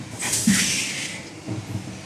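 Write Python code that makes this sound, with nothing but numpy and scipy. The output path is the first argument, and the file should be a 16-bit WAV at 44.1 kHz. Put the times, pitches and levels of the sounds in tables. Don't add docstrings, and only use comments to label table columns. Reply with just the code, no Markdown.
import sys
import numpy as np
from scipy import signal
from scipy.fft import rfft, irfft, next_fast_len
from scipy.io import wavfile
from scipy.ndimage import map_coordinates

SR = 44100
rng = np.random.default_rng(int(sys.argv[2]) if len(sys.argv) > 2 else 0)


def digitize_waveform(pressure):
    field = np.atleast_2d(pressure).T
    bounded = np.clip(field, -1, 1)
    quanta = np.round(bounded * 32767).astype(np.int16)
    wavfile.write(sys.argv[1], SR, quanta)


N = 90404

# time in seconds, flow level in dB, resonance in Hz.
EXHAUST_FLOW = [(.465, -55, 1949), (.487, -28, 1946), (.52, -28.5, 1985), (.55, -22.5, 2000),
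                (.59, -22.5, 2150), (.655, -23.5, 2600), (.81, -27, 2537), (.94, -31.5, 2150),
                (1.055, -30.5, 2240), (1.08, -33, 2220), (1.15, -37.5, 2190), (1.21, -48.5, 2170),
                (1.4, -71, 2170)]
# time in seconds, level in dB.
JET_LEVEL = [(.11, -46.5), (.185, -42.5), (.215, -32.5), (.25, -27.5), (.315, -29), (.334, -19.5),
             (.356, -20.5), (.378, -25), (.46, -28), (.52, -27), (.62, -32.5)]
SPIT_LEVEL = [(.205, -45), (.228, -30), (.272, -27.5), (.295, -33), (.345, -35), (.4, -47.5)]
DRAUGHT_LEVEL = [(1.24, -44), (1.36, -46.5), (1.48, -44)]
# frequency in Hz, relative level in dB.
EXHAUST_SPECTRUM = [(300, 1.5), (700, -19), (1100, -14), (1500, -10), (1900, -5.5), (3100, 0.5),
                    (4200, -3.5), (5600, -1.5), (8500, 0.5), (10000, -7), (12000, -14), (14000, -21)]
JET_SPECTRUM = [(400, -4.5), (1400, -13.5), (3000, -8), (4500, -3), (5700, -0.5), (8100, 4), (10000, -1.5),
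                (12000, -11.5), (14000, -14.5)]
SPIT_SPECTRUM = [(150, -22), (280, 0.5), (650, 1), (1250, -3), (1750, 1), (2130, 10.5), (2850, -5),
                 (3180, 5), (3800, -6), (9000, -29)]
SHUDDER_SPECTRUM = [(70, -5), (110, 1.5), (185, 3), (300, -4), (380, -23), (800, -17), (2000, -37)]
RATTLE_SPECTRUM = [(80, -38), (300, 16), (600, 4.5), (950, 0.5), (1500, -7.5), (6000, -65)]
RUMBLE_SPECTRUM = [(25, -27), (62, -12), (80, -12.5), (107, 0.5), (188, -4.5), (250, -10.5), (303, -2),
                   (360, -13.5), (500, -12.5), (900, -16), (1300, -24.5), (2000, -51)]
DRAUGHT_SPECTRUM = [(700, -27), (1300, -2), (1700, 0), (2300, 4.5), (2900, -2), (3900, -3), (6100, -2.5),
                    (8500, -6.5), (10000, -12), (12000, -24), (14000, -38)]
# frequency in Hz, gain in dB.
PIPE_MODES = [(1860, 4.5), (1908, 2), (2360, 3.5), (2633, 4), (2852, 7), (5067, 5), (5712, 8.5), (6217, 7),
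              (6833, 1), (9947, 7.5)]
# start in seconds, level in dB, centre in Hz, width in Hz, rise in seconds.
LEAKS = [(.195, -30.5, 8000, 700, 0.017), (.217, -30.5, 2230, 480, .018), (.268, -33.5, 925, 340, 0.005),
         (.478, -30.5, 1900, 240, 0.043), (.545, -34, 1404, 347, 0.019), (.523, -27, 6800, 4200, .025),
         (.58, -29, 5750, 1500, 0.084), (.573, -25.5, 2180, 710, 0.019), (1.135, -37.5, 2230, 347, 0.021),
         (1.262, -43, 5460, 2200, 0.0096), (1.655, -56, 10700, 4500, 0.052), (1.92, -49, 6150, 890, 0.035)]
# start in seconds, level in dB, ratio on the mode frequencies.
BAR_IMPACTS = [(0.4698, -7, 1.04), (0.492, -11, 0.925)]
# frequency in Hz, relative level in dB, time to peak in seconds.
BAR_MODES = [(209.5, -1, 0.011), (143, -19.5, 0.022), (293, -34, 0.047)]
# start in seconds, level in dB, tilt in dB per octave, relative rattle in dB.
HOUSING_KNOCKS = [(-.008, -22.5, -4, -21), (0.129, -32.5, 5, -2.5), (0.244, -28, 0.5, -10),
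                  (0.311, -21.5, -6.5, -13), (0.377, -23, -16, -27), (1.479, -26, 3, -9.5),
                  (1.503, -22, 0, -9.5), (1.57, -26, -5, -40), (1.686, -19.5, -7.5, -17),
                  (1.74, -18.5, -3, -25), (1.868, -28.5, 2.5, -22), (1.925, -30, 1, -28)]
# frequency in Hz, relative level in dB, 60 dB decay time in seconds.
HOUSING_MODES = [(99.4, -7, 0.21), (118.9, -0.5, 0.23), (190.2, -8.5, 0.28), (238.7, -5, 0.14),
                 (310.1, -4, 0.18), (430, -23, 0.14), (640, -12.5, 0.094)]
# frequency in Hz, 60 dB decay time in seconds.
HALL_DECAY = [(100, 1), (220, 0.79), (1000, 0.4), (5000, 0.95), (14000, 0.6)]


def exhaust(flutter_db=0.87, full_flow_db=-20.5, treble_hz=8600, wide_hz=945, narrow_hz=390):
    flow_db, centre_hz = curve(EXHAUST_FLOW, outside=-120), curve(EXHAUST_FLOW, column=2)
    excess_db = flow_db - full_flow_db
    hiss = noise(EXHAUST_SPECTRUM)
    treble = filtered(hiss, lambda hz: 1 - 1 / (1 + (hz / treble_hz) ** 6))
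    hiss = amp(flow_db) * (hiss - treble + treble * amp(0.63 * excess_db))
    narrowness = np.clip(excess_db / -19.5, 0, 1)
    mean_hz = centre_hz.mean()
    ring = np.sqrt(narrowness) * band(mean_hz, narrow_hz)
    ring += np.sqrt(1 - narrowness) * band(mean_hz, wide_hz)
    drift = np.exp(2j * np.pi * np.cumsum(centre_hz - mean_hz) / SR)
    hollow = (signal.hilbert(ring) * drift).real * amp(-29 + 0.58 * excess_db)
    return (hiss + hollow) * amp(flutter_db * wobble(80.53))


def inlet(flutter_db=0.46):
    jet = amp(curve(JET_LEVEL, outside=-120)) * noise(JET_SPECTRUM)
    spit = amp(curve(SPIT_LEVEL, outside=-120)) * noise(SPIT_SPECTRUM)
    return (jet + spit) * amp(flutter_db * wobble(67.9))


def pipe(hiss, width_hz=22):
    def response(hz):
        damping = 1j * hz * width_hz
        return 1 + sum((amp(db) - 1) * damping / (mode_hz ** 2 - hz ** 2 + damping)
                       for mode_hz, db in PIPE_MODES)
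    return filtered(hiss, response)


def leaks():
    out = np.zeros(N)
    for start, db, centre_hz, width_hz, rise_s in LEAKS:
        out += amp(db) * swell(since(start), rise_s) * band(centre_hz, width_hz)
    return out


def sealing_bar():
    out = np.zeros(N)
    for start, db, pitch in BAR_IMPACTS:
        t = since(start)
        for hz, mode_db, peak_s in BAR_MODES:
            out += amp(db + mode_db) * swell(t, peak_s) ** 2.6 * np.sin(2 * np.pi * hz * pitch * t)
    return out


def frame(ring_hz=190, ring_t60=0.93, shudder_t60=1.0, rise_s=0.012):
    t = since(BAR_IMPACTS[0][0])
    ring = amp(-19.5 - 60 * t / ring_t60) * np.sin(2 * np.pi * ring_hz * t)
    shudder = amp(-24.5 - 60 * t / shudder_t60) * noise(SHUDDER_SPECTRUM)
    return (1 - np.exp(-t / rise_s)) * (ring + shudder)


def housing(attack_s=0.0065, rattle_t60=0.29, scatter_db=1.76):
    out, lowest_hz = np.zeros(N), HOUSING_MODES[0][0]
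    for start, db, tilt, rattle_db in HOUSING_KNOCKS:
        t, ring = since(start), np.zeros(N)
        for hz, mode_db, t60 in HOUSING_MODES:
            struck_db = mode_db + tilt * np.log2(hz / lowest_hz) + rng.normal(0, scatter_db)
            ring += amp(struck_db - 60 * t / t60) * np.sin(2 * np.pi * (hz * t + rng.random()))
        rattle = amp(rattle_db - 60 * t / rattle_t60) * noise(RATTLE_SPECTRUM)
        out += amp(db) * (1 - np.exp(-t / attack_s)) * (ring + rattle)
    return out


def blower_and_conveyor(rumble_db=-38.5, sway_db=1.6):
    rumble = amp(rumble_db + sway_db * wobble(18)) * noise(RUMBLE_SPECTRUM)
    return rumble + amp(curve(DRAUGHT_LEVEL)) * noise(DRAUGHT_SPECTRUM)


def panel_reflections(x, echo_gain, t60, drift_s=0.2004):
    t, out = np.arange(SR // 4) / SR, np.zeros(N)
    position = since(0) / drift_s
    for spot in range(int(position[-1]) + 2):
        response = rng.standard_normal(len(t)) * amp(-60 * t / t60)
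        response *= echo_gain / np.linalg.norm(response)
        response[0] += 1
        nearness = np.maximum(1 - np.abs(position - spot), 0)
        out += nearness * signal.fftconvolve(x, response / np.linalg.norm(response))[:N]
    return out


def hall(x, delay_s=0.02):
    hz, t, spectrum = signal.stft(rng.standard_normal(SR), SR, nperseg=256)
    spectrum *= amp(-60 * t / along(HALL_DECAY, hz)[:, None])
    tail = signal.istft(spectrum, SR, nperseg=256)[1]
    tail = np.pad(tail / np.linalg.norm(tail), (int(delay_s * SR), 0))
    return signal.fftconvolve(x, tail)[:N]


def amp(db):
    return 10 ** (np.asarray(db) / 20)


def unit(x):
    return x / np.sqrt(np.mean(x ** 2) + 1e-20)


def along(points, hz):
    knots_hz, values = np.transpose(points)
    return np.interp(np.log(hz + 1), np.log(knots_hz + 1), values)


def since(start):
    return np.maximum(np.arange(N) / SR - start, 0)


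def swell(t, peak_s):
    return t / peak_s * np.exp(1 - t / peak_s)


def curve(rows, column=1, outside=None):
    columns = np.transpose(rows)
    return np.interp(since(0), columns[0], columns[column], outside, outside)


def wobble(rate):
    return map_coordinates(rng.standard_normal(int(N * rate / SR) + 4), [since(0) * rate])


def filtered(x, response):
    size = next_fast_len(N + SR // 2)
    return irfft(rfft(x, size) * response(np.fft.rfftfreq(size, 1 / SR)), size)[:N]


def noise(spectrum):
    def response(hz):
        return amp(along(spectrum, hz)) * np.minimum(hz / spectrum[0][0], 1) ** 2
    return unit(filtered(rng.standard_normal(N), response))


def band(centre_hz, width_hz):
    def response(hz):
        return 1 / np.sqrt(1 + ((hz - centre_hz) / (width_hz / 2)) ** 6)
    return unit(filtered(rng.standard_normal(N), response))


def scene():
    air = panel_reflections(pipe(inlet() + exhaust()) + leaks(), echo_gain=0.56, t60=0.074)
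    thud, knocks = sealing_bar(), housing()
    reverberation = hall(amp(-18.5) * air + amp(-13.5) * thud + amp(-8.5) * knocks)
    running = panel_reflections(blower_and_conveyor(), echo_gain=0.41, t60=0.066)
    return (air + thud + frame() + knocks + reverberation + running)[None]


def record(dry, low_hz=50, top_hz=14050):
    return filtered(dry[0], lambda hz: (hz < top_hz) * (1 - 1 / (1 + (hz / low_hz) ** 4)))[None]


dry = scene()
out = record(dry)
digitize_waveform(out)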